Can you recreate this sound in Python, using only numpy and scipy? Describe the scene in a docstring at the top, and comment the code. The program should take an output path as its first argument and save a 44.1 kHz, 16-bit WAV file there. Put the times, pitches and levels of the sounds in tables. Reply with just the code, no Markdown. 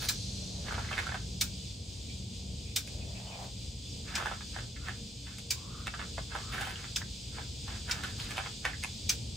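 """Cat chewing kibble on a porch

A cat chews dry kibble, a little to the right: each bite is a crack and a spill of crumbs, coloured
by the mouth, with the molars grinding in between. About every 1.3 s comes a bright splat, like a drip.
Behind it are a far machine's rumble and hum, a steady high hiss, a few soft swishes and faint chirps."""
import sys
import numpy as np
from scipy import signal
from scipy.fft import rfft, irfft
from scipy.io import wavfile

SR = 44100
rng = np.random.default_rng(int(sys.argv[2]) if len(sys.argv) > 2 else 0)


def bounce(signal):
    """Save signal as a 16-bit WAV file at the path given by the first command-line argument."""
    frames = np.transpose(np.atleast_2d(signal))
    limited = np.clip(frames, -1, 1)
    pcm = np.round(limited * 32767).astype(np.int16)
    wavfile.write(sys.argv[1], SR, pcm)


N = 412776
TIME = np.arange(N) / SR


def amp(db):
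    """Decibels to gain."""
    return 10 ** (np.asarray(db) / 20)


def unit(x):
    """Scales to rms 1."""
    return x / np.sqrt(np.mean(x ** 2) + 1e-20)


def curve(points, hz):
    """Reads breakpoints on a log-frequency axis."""
    point_hz, value = np.transpose(points)
    return np.interp(np.log(hz + 1), np.log(point_hz), value)


def bell(hz, centre_hz, octaves):
    """An EQ bell, 1 at its centre."""
    return np.exp(-.5 * (np.log2((hz + 1) / centre_hz) / octaves) ** 2)


def resonances(modes, hz):
    """Gain in dB of a set of resonant peaks."""
    return sum(db / (1 + (2 * (hz - centre) / width) ** 2) for centre, width, db in modes)


def colour(x, db_at, size=2048):
    """Causal EQ whose gain in dB is db_at(hz)."""
    log_gain = np.log(amp(db_at(abs(np.fft.fftfreq(size, 1 / SR)))))
    taps = np.fft.ifft(np.exp(np.conj(signal.hilbert(log_gain)))).real
    return signal.fftconvolve(x, np.atleast_2d(taps), axes=1)[:, :x.shape[1]]


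def add(mix, start_s, sound):
    """Mixes a sound in at start_s."""
    start = round(start_s * SR)
    sound = sound[:, max(-start, 0):]
    part = mix[:, max(start, 0):][:, :sound.shape[1]]
    part += sound[:, :part.shape[1]]


def drift(rate_hz):
    """Random modulation of rms 1, rolled off above rate_hz."""
    rolloff = 1 + (np.fft.rfftfreq(N, 1 / SR) / rate_hz) ** 4
    return unit(irfft(rfft(rng.standard_normal(N)) / rolloff, N))


def stroke(t, length_s, attack_s, slope_db_per_s, release_s):
    """Envelope of one movement: a smooth onset, a hold that swells or sags, a release."""
    hold_db = slope_db_per_s * (np.clip(t, 0, length_s) - length_s / 2)
    return amp(hold_db) * np.exp(np.minimum(t, 0) / attack_s - np.maximum(t - length_s, 0) / release_s)


def burst(t, rise_s, decay_s):
    """Percussive envelope that peaks at t = 0."""
    return np.exp(np.minimum(t / rise_s, -t / decay_s))


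def crumbs(size, per_s, spread_db):
    """Tiny fractures: clicks of unequal size at random moments."""
    chance, strength, sign = rng.random((3, size))
    click_db = spread_db * np.minimum(-np.log(strength + 1e-9), 3)
    return (chance < per_s / SR) * np.sign(sign - .5) * amp(click_db)


def porch(x, near_db, near_s, far_db, far_t60, echo, echo_s=0.0086, size=9000):
    """Direct sound, one wall echo, a near scatter off floor and furniture, and a short far tail."""
    t = np.arange(size) / SR
    near, far = rng.standard_normal((2, 2, size)) * (1 - np.exp(-t / 0.006))
    scatter = amp(near_db) * unit(near * np.exp(-t / near_s))
    tail = amp(far_db) * unit(far * amp(-60 * t / far_t60))
    response = (scatter + tail) / np.sqrt(size)
    response[:, 0] += 1
    echo_at = (echo_s * SR * rng.uniform(.92, 1.08, 2)).astype(int)
    response[[0, 1], echo_at] += echo
    return signal.fftconvolve(x, response, axes=1)[:, :x.shape[1]]


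# Stereo image of the noise beds: freq_hz, left_right_correlation
AIR_IMAGE = [(60, .98), (130, 0.98), (290, 0.89), (640, -0.21), (1400, -0.6), (3100, 0.71), (4500, 0.23),
             (7500, 0.94), (15000, 0.82)]

def air(db_at):
    """Steady stereo noise of rms 1, shaped by db_at(hz), nearly mono in the bass."""
    hz = np.fft.rfftfreq(N, 1 / SR)
    mid, side = rfft(rng.standard_normal((2, N)))
    correlation = np.clip(curve(AIR_IMAGE, hz), -1, 1)
    mid, side = mid * np.sqrt(1 + correlation), side * np.sqrt(1 - correlation)
    return unit(irfft(np.array([mid + side, mid - side]) * amp(db_at(hz)), N))


# Tone of the rumble: freq_hz, gain_db
RUMBLE_EQ = [(20, -29), (32, -23), (45, -5), (60, 1), (85, 0), (120, -3), (160, -9.5), (220, -11.5),
             (310, -19.5), (480, -21), (700, -27.5), (1000, -34.5), (1800, -102.5)]
# Fader ride on the rumble: time_s, level_db
RUMBLE_RIDE = [(0.0, -39.5), (0.39, -40), (2.29, -43.5), (2.55, -41), (3.23, -43), (3.88, -43.5),
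               (3.93, -40.5), (4.59, -44.5), (4.67, -40), (4.72, -44), (5.63, -46.5), (6.07, -39.5),
               (6.13, -41.5), (7.32, -45), (7.51, -41.5), (9.18, -42), (9.31, -41), (9.36, -41)]
# Tones of the hum: pitch_hz, level_db
HUM_TONES = [(58.6, -54.5), (94.6, -63.5), (119.8, -54), (217, -62), (283, -67.5), (467, -66)]

def machine(trim_db=-1.0, surge_db=1.5, waver_db=5.0, wander_rad=0.5):
    """A far machine, slightly left: a surging rumble, and hum tones that waver in level and phase."""
    rumble = air(lambda hz: curve(RUMBLE_EQ, hz))
    rumble *= amp(trim_db + np.interp(TIME, *np.transpose(RUMBLE_RIDE)) + surge_db * drift(2.2))
    hum = sum(amp(db + waver_db * drift(4.8)) * np.sin(2 * np.pi * hz * TIME + wander_rad * drift(1.56))
              for hz, db in HUM_TONES)
    return (rumble + hum) * amp([[.4], [-.4]])


def throb(pitch_hz=189, start_db=-51, end_db=-61, settle_s=6.1, beat_hz=1.057, crest_s=0.44):
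    """Two close tones of the machine beat about once a second while they settle to a lower level."""
    cycles = pitch_hz * TIME + 0.12 * drift(1.6)
    pair = np.sin(2 * np.pi * cycles) + np.sin(2 * np.pi * (cycles + beat_hz * (TIME - crest_s)))
    return pair * amp(np.interp(TIME, [0, settle_s], [start_db, end_db]))


# Tone of the hiss bed: freq_hz, gain_db
HISS_EQ = [(900, -8.5), (1300, -9.5), (1750, -12), (2300, -5.5), (3100, 4.5), (4000, 6), (4900, 3.5),
           (5800, 1), (7000, 2.5), (8000, -2.5), (9200, -8), (10200, -14), (11500, -39), (13300, -16),
           (16000, -20.5)]
# Faint bands in the hiss: centre_hz, width_hz, gain_db
HISS_BANDS = [(2400, 310, 5), (3490, 56, 8), (4870, 780, 6), (6140, 360, 1), (7670, 320, 4),
              (8360, 270, 4.5)]
# Fader ride on the hiss: time_s, level_db
HISS_RIDE = [(0, -49.5), (4.5, -49), (6.8, -48), (9.36, -46.5)]
# Tone of the opening sizzle: freq_hz, gain_db
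SIZZLE_EQ = [(2000, -20), (3400, -5), (4250, 5), (5200, -3), (5900, 1), (7500, -8), (11000, -21),
             (16000, -73)]

def hiss(trim_db=1, flutter_db=1.0, sizzle_db=-42.5, fade_db_per_s=8.5):
    """Smooth high hiss of the surroundings, with a sizzle on top that fades from the start."""
    bed = air(lambda hz: curve(HISS_EQ, hz) + resonances(HISS_BANDS, hz))
    bed *= amp(trim_db + np.interp(TIME, *np.transpose(HISS_RIDE)) + flutter_db * drift(4.5))
    sizzle = air(lambda hz: curve(SIZZLE_EQ, hz)) * amp(sizzle_db - fade_db_per_s * TIME)
    return bed + sizzle


# Faint far chirps: start_s, length_s, start_hz, end_hz, level_db
CHIRP_CUES = [(2.077, 0.043, 2540, 2320, -58), (2.647, 0.088, 2420, 2550, -60), (3, 0.039, 2680, 2470, -57),
              (3.14, 0.053, 2540, 2580, -55.5), (3.263, 0.05, 2950, 2900, -56),
              (3.3, 0.066, 2600, 2360, -54.5), (3.89, 0.038, 5960, 4800, -54),
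              (8.193, 0.036, 5100, 3510, -46)]

def chirps(trim_db=-2):
    """Short gliding whistles, hoarse with fast pitch jitter and blurred by distance."""
    out, jitter = np.zeros((2, N)), .055 * drift(600)
    for start_s, length_s, start_hz, end_hz, level_db in CHIRP_CUES:
        size = int(length_s * SR)
        hz = np.geomspace(start_hz, end_hz, size) * (1 + jitter[int(start_s * SR):][:size])
        whistle = np.sin(2 * np.pi * np.cumsum(hz) / SR) * signal.windows.tukey(size, .5)
        add(out, start_s, amp(level_db + trim_db) * unit(whistle)[None])
    return porch(out, near_db=1.5, near_s=0.03, far_db=-14, far_t60=.2, echo=0.26)


# Soft swishes: start_s, length_s, level_db, start_hz, end_hz, width_hz, swell_db_per_s
SWISH_CUES = [(0.304, 0.37, -55, 482, 577, 395, 14), (2.887, 0.3, -55, 538, 612, 356, 1),
              (3.199, 0.25, -49.5, 696, 733, 477, 40), (4.85, 0.029, -49, 1353, 1390, 260, 20),
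              (5.579, 0.24, -54, 1024, 1306, 326, 26), (6.39, 0.17, -51.5, 1103, 1357, 340, 38)]
# Tone of the brushing: freq_hz, gain_db
BRUSH_EQ = [(300, -10), (1300, 7), (2600, 6), (6000, -25), (10000, -15), (15000, -11)]

def swishes(trim_db=-2, brush_db=-9, attack_s=0.036, release_s=0.03, lead_s=.1):
    """Soft noise in one broad resonance that glides and swells, with a little brushing on top."""
    out, t = np.zeros((2, N)), np.arange(-lead_s, .9, 1 / SR)
    brush = amp(brush_db) * air(lambda hz: curve(BRUSH_EQ, hz))
    for start_s, length_s, level_db, start_hz, end_hz, width_hz, swell_db_per_s in SWISH_CUES:
        pole = np.exp(-np.pi * width_hz / SR)
        real, imag = rng.standard_normal((2, 2, len(t)))
        low_noise = signal.lfilter([1], [1, -2 * pole, pole * pole], real + 1j * imag)
        centre_hz = np.interp(t, [0, length_s], [start_hz, end_hz])
        band = (low_noise * np.exp(2j * np.pi * np.cumsum(centre_hz) / SR)).real
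        band = unit(band + 0.42 * band[::-1])  # crossfeed narrows the image
        sound = band + brush[:, int(start_s * SR):][:, :len(t)]
        envelope = stroke(t, length_s, attack_s, swell_db_per_s, release_s)
        add(out, start_s - lead_s, amp(level_db + trim_db) * envelope * sound)
    return out


# Drip-like hits: start_s, level_db, fizz_db, body_db, ring_db, pitches_hz (four, strongest first)
SPLAT_CUES = [(0.0879, -17.5, 7, -14, -5.5, (4180, 4620, 5140, 6088)),
              (1.4117, -16, 5, -20, -8.5, (4190, 3710, 5830, 2370)),
              (2.762, -17, 4.5, -20, -8.5, (3650, 4900, 7084, 2470)),
              (4.1538, -22.5, -5, -6, -8, (5040, 4500, 5400, 3740)),
              (5.5073, -19, 3, -20.5, -3, (4760, 5211, 6430, 2310)),
              (6.9614, -22, 1, -13.5, -1, (5103, 3504, 6400, 2630)),
              (7.9122, -20.5, -7, -13.5, -8, (5640, 4980, 3760, 2290)),
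              (9.094, -15.5, 1, -21, -5.5, (6260, 5668, 2330, 4760))]
# Tone of the slap and spray: freq_hz, gain_db
SPRAY_EQ = [(400, -52), (800, -13), (1400, -13.5), (2400, 5.5), (2900, 3.5), (3700, 2.5), (5000, 7),
            (6400, 9.5), (8000, 4.5), (9600, -3.5), (12000, -10), (13500, -5), (16000, -3.5)]
# Resonances of the slap and spray: centre_hz, width_hz, gain_db
SPRAY_BANDS = [(2340, 170, 6.5), (3140, 400, 2), (3740, 460, 7), (5000, 610, 3.5), (6520, 410, -4.5)]
# Tone of the hollow body: freq_hz, gain_db
BODY_EQ = [(300, -35), (800, -12), (1250, -9), (1580, 1), (1950, -10), (3000, -31), (8000, -65)]

def splats(trim_db=-20, slap_db=-1, grit=0.12, rolloff_db=-3.0, blur_hz=70, size=9000):
    """A hard slap rings at four unsteady pitches; gritty spray dies quickly and a hollow body follows."""
    lead_s, slap_s, spray_rise_s, decay_s = .015, .0085, .002, .019
    ring_rise_s, ring_decay_s, body_delay_s = .0014, .0075, .0059
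    out, t = np.zeros((2, N)), np.arange(size) / SR - lead_s
    for start_s, level_db, fizz_db, body_db, ring_db, pitches_hz in SPLAT_CUES:
        slap = rng.standard_normal((1, size)) * np.exp(-(t / slap_s) ** 2) * (t > 0)
        spray = rng.standard_normal(size) + grit * unit(crumbs(size, per_s=2500, spread_db=29))
        spray *= burst(t, spray_rise_s, decay_s)
        hit = amp(slap_db) * unit(slap) + unit(spray)
        hit = porch(hit, near_db=-3, near_s=.005, far_db=-10, far_t60=.17, echo=.15)
        hit = colour(hit, lambda hz: curve(SPRAY_EQ, hz) + resonances(SPRAY_BANDS, hz)
                     + fizz_db * bell(hz, 13000, 0.53))
        phase_steps = rng.standard_normal((len(pitches_hz), size)) * np.sqrt(2 * np.pi * blur_hz / SR)
        tones = sum(amp(rolloff_db * k) * np.sin(2 * np.pi * hz * t + np.cumsum(phase_steps[k]))
                    for k, hz in enumerate(pitches_hz))
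        tones *= burst(t, ring_rise_s, ring_decay_s)
        body = rng.standard_normal((1, size)) * burst(t - body_delay_s, ring_rise_s, decay_s)
        body = colour(body, lambda hz: curve(BODY_EQ, hz))
        ringing = amp(ring_db) * unit(tones) + amp(body_db) * unit(body)
        ringing = porch(ringing, near_db=-8, near_s=.008, far_db=-10, far_t60=.17, echo=.15)
        add(out, start_s - lead_s, amp(level_db + trim_db) * (unit(hit) + ringing))
    return out


# Overall tone of the chewing: freq_hz, gain_db
CHEW_EQ = [(150, -23), (350, -0.5), (600, -3), (850, -0.5), (1020, 0.5), (1250, 0.5), (1600, 4), (2200, -3),
           (3300, -0.5), (5000, -9.5), (8000, -15.5), (11000, -23), (15000, -30)]
# Resonances of the mouth: centre_hz, width_hz, gain_db
MOUTH_MODES = [(765, 380, 5.3), (1310, 150, 5.3), (1520, 100, 3.8), (1733, 200, 5.6), (2187, 320, 9.4),
               (2610, 210, 7.6), (3086, 330, 6.1), (3590, 180, 7.3)]
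# The cat's place in the stereo image: freq_hz, left_minus_right_db
CAT_PAN = [(300, 0.5), (700, 0.5), (1290, -5.5), (2380, -2.5), (4400, 2.5), (15000, -1.5)]

def mouth_db(hz):
    """Colour of a fracture heard through the jaws, left and right."""
    return curve(CHEW_EQ, hz) + resonances(MOUTH_MODES, hz) + np.outer([.5, -.5], curve(CAT_PAN, hz))


# Presses of the molars on crumbs: start_s, length_s, level_db, crisp_db
MOLAR_PRESSES = [(0.028, 0.025, -40, 16), (0.669, 0.21, -45, -1), (0.913, 0.13, -42, -1),
                 (1.066, 0.09, -44, -9), (4.078, 0.053, -46.5, -3), (4.154, 0.18, -41, -3),
                 (4.556, 0.041, -45, -10), (4.87, 0.041, -43, -9), (5.279, 0.06, -53, 2),
                 (5.995, 0.045, -46.5, -10), (6.322, 0.08, -44, -11), (6.531, 0.18, -40, 6),
                 (6.69, 0.17, -48, 1), (7.354, 0.066, -48, -11), (7.686, 0.076, -46.5, -7),
                 (7.89, 0.21, -43.5, 5.5), (8.194, 0.18, -46.5, 9), (8.363, 0.11, -44.5, -5),
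                 (8.662, 0.038, -41, -6)]
# Tone of the finest fractures: freq_hz, gain_db
CRACKLE_EQ = [(1500, -20), (4200, 15), (6400, 6), (8000, -4), (9800, 13), (11800, -16), (13500, 7),
              (16000, -4)]

def grinding(trim_db=-2.0, dull_db=-3, crackle_db=-17, lead_s=.08):
    """Crumbs break under the jaw, the finest as a dry crackle; the pressure sags as they give way."""
    out, t = np.zeros((2, N)), np.arange(-lead_s, .5, 1 / SR)
    for start_s, length_s, level_db, crisp_db in MOLAR_PRESSES:
        coarse = crumbs(len(t), per_s=1400, spread_db=3)
        fine = crumbs(len(t), per_s=450, spread_db=5)
        crunch = porch(coarse[None], near_db=-8, near_s=.014, far_db=-4, far_t60=.19, echo=.55)
        crunch = colour(crunch, lambda hz: mouth_db(hz) + dull_db * bell(hz, 5600, 1))
        crackle = porch(fine[None], near_db=-5, near_s=.006, far_db=-10, far_t60=.12, echo=.4)
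        crackle = colour(crackle, lambda hz: curve(CRACKLE_EQ, hz))
        sound = unit(crunch) + amp(crackle_db + crisp_db) * unit(crackle)
        pressure = stroke(t, length_s, attack_s=0.016, slope_db_per_s=-15, release_s=0.033)
        add(out, start_s - lead_s, amp(level_db + trim_db) * pressure * sound)
    return out


# Bites: start_s, level_db, mouth_hz, mouth_peak_db, knock_db, snap_db, spill_ratio (crumbs to split)
BITE_CUES = [(0.684, -30.5, 1700, 7, 7, 1, 0.91), (0.709, -29.5, 1400, 12, 12, -4, 0.82),
             (0.724, -30, 1600, 4, 13, 11, 0.46), (0.743, -30, 1600, 0, 6, 0, 0.89),
             (0.78, -27, 1430, 5, 15, -1, 2.4), (0.847, -39, 1820, 5, 11, -6, .3),
             (0.89, -34, 1940, 10, -5, -4, 0.44), (0.913, -29, 1280, 4, 12, 3, 0.44),
             (0.93, -27, 2500, 1, -1, -5, 0.46), (0.972, -31, 1900, 12, 0, -5, 1.1),
             (0.979, -21, 1800, 7, -6, 1, 1.8), (0.99, -26, 1780, 2, 5, 7, 1.2),
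             (1.068, -27.5, 1420, 11, 10, 13, 0.17), (1.092, -30.5, 1750, 3, 11, -6, .2),
             (1.121, -30, 1610, 11, 14, -8, .2), (1.144, -26, 1700, 7.5, 10, 2, 1.3),
             (2.875, -39, 2300, 10, -25, 21, 0.5), (4.08, -44, 1770, 11, 4, 2, 1.7),
             (4.142, -34, 1900, 10, -5, 6, .6), (4.179, -26.5, 1450, 4, 5, 12, 1.4),
             (4.2, -28, 1230, 10, 12, 9, 1.5), (4.225, -28, 1300, 1, 14, -4, 0.53),
             (4.258, -23, 1610, 7, 14, 8.5, 0.7), (4.271, -28.5, 1720, 14, 14, 0, .2),
             (4.314, -28, 1300, 10, 18, 3, 2.2), (4.408, -37, 1760, 4, 2, -9, 1.7),
             (4.563, -30.5, 1690, 7, 11, -3, 0.44), (4.588, -34.5, 1500, 6, 7, -6, 0.44),
             (4.764, -39.5, 1980, 9, -16, -10, 0.87), (4.885, -28, 1800, 7, 13, 11, 0.48),
             (5.27, -41.5, 3140, 1, -6, -14, 1.2), (5.384, -37.5, 2830, 5, 4, 25, 0.92),
             (5.87, -26.5, 2400, -2, -2, 6.5, 0.4), (5.878, -29.5, 2480, 6, 3, -3, 0.37),
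             (5.939, -29.5, 1430, 7, 1, -10, 1), (5.994, -30.5, 1500, 3, 6, -11, 1),
             (6.015, -31.5, 1370, 9, 0, -10, 1), (6.181, -27.5, 1470, 7, 10, -12, 0.48),
             (6.319, -37, 1530, 16, 7, -4, 0.83), (6.351, -24.5, 1420, 4, 17.5, 11, 1.2),
             (6.536, -32, 1770, 0, 3, -1, 2.2), (6.58, -28, 1700, 9, -9, 4, 2),
             (6.61, -25, 1580, 6, 3, 11, 1.8), (6.632, -32, 1640, 2, 0, 7, 0.74),
             (6.652, -35, 2800, 10, -5, 3, 0.36), (6.671, -33, 1730, 5, 14, 21, 0.83),
             (6.757, -35, 3050, 18, -10, -5, .4), (6.843, -36, 1740, 4, -1, 3, 1),
             (7.017, -32.5, 1590, 8, 1, -4, 0.093), (7.384, -32.5, 940, 6, 6, -18, 0.78),
             (7.68, -36, 1010, 5, 12, 12, 1.2), (7.896, -26.5, 1400, 12, -18, 8, 2.6),
             (8.036, -25, 1520, 5, -4.5, 5, 1.4), (8.199, -32.5, 3100, 11, -24, 9, 0.67),
             (8.307, -30, 2040, 3, -1, 10, 2.2), (8.37, -31.5, 2900, 8, -1, 14, .2),
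             (8.38, -23, 2580, 7.5, 9.5, 10, 0.98), (8.399, -31, 1390, 12, 17, 1, 0.87),
             (8.461, -31, 1780, -3, 1, -4, 1.2), (8.652, -18.5, 1960, 7, 1.5, 4.5, 0.82),
             (8.733, -34, 1820, 18, -8, -13, 1.2), (8.837, -25.5, 2220, 15, -2, 21.5, 0.09),
             (8.846, -29.5, 2330, 9, 4, -1, .3)]

def bites(trim_db=-20, creak_gain=.35, dip_depth=0.41, dip_ratio=1.55, size=9000):
    """A pellet creaks under the tooth and splits; it snaps clean or crumbles over a few milliseconds."""
    lead_s, creak_s, split_s, crumble_s, mouth_octaves = .02, .004, .003, .012, .27
    out, t = np.zeros((2, N)), np.arange(size) / SR - lead_s
    for start_s, level_db, mouth_hz, peak_db, knock_db, snap_db, spill_ratio in BITE_CUES:
        def bite_db(hz):
            """The mouth lifts one band and hollows the next, between a low knock and a high snap."""
            lift = bell(hz, mouth_hz, mouth_octaves)
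            hollow = dip_depth * bell(hz, dip_ratio * mouth_hz, mouth_octaves)
            knock, snap = knock_db * bell(hz, 720, 0.68), snap_db * bell(hz, 9600, 0.84)
            return mouth_db(hz) + peak_db * (lift - hollow) + knock + snap

        creak = unit(crumbs(size, per_s=2500, spread_db=-5) * np.exp(-abs(t) / creak_s) * (t < 0))
        split = unit(rng.standard_normal(size) * np.exp(-(t / split_s) ** 2) * (t >= 0))
        pieces = unit(crumbs(size, per_s=2800, spread_db=2.4) * np.exp(-abs(t) / crumble_s) * (t > 0))
        fracture = creak_gain * creak + split + spill_ratio * pieces
        sound = porch(fracture[None], near_db=-9, near_s=.012, far_db=-7, far_t60=.22, echo=.55)
        add(out, start_s - lead_s, amp(level_db + trim_db) * unit(colour(sound, bite_db)))
    return out


def scene():
    """The cat and the splats in front of the porch ambience."""
    ambience = machine() + throb() + hiss() + swishes() + chirps()
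    return ambience + grinding() + bites() + splats()


def record(dry):
    """The microphone's band limit: a steep high cut."""
    high_cut = signal.firwin(511, cutoff=15750, window=("kaiser", 9), fs=SR)
    return signal.oaconvolve(dry, high_cut[None], "same")


dry = scene()
out = record(dry)
bounce(out)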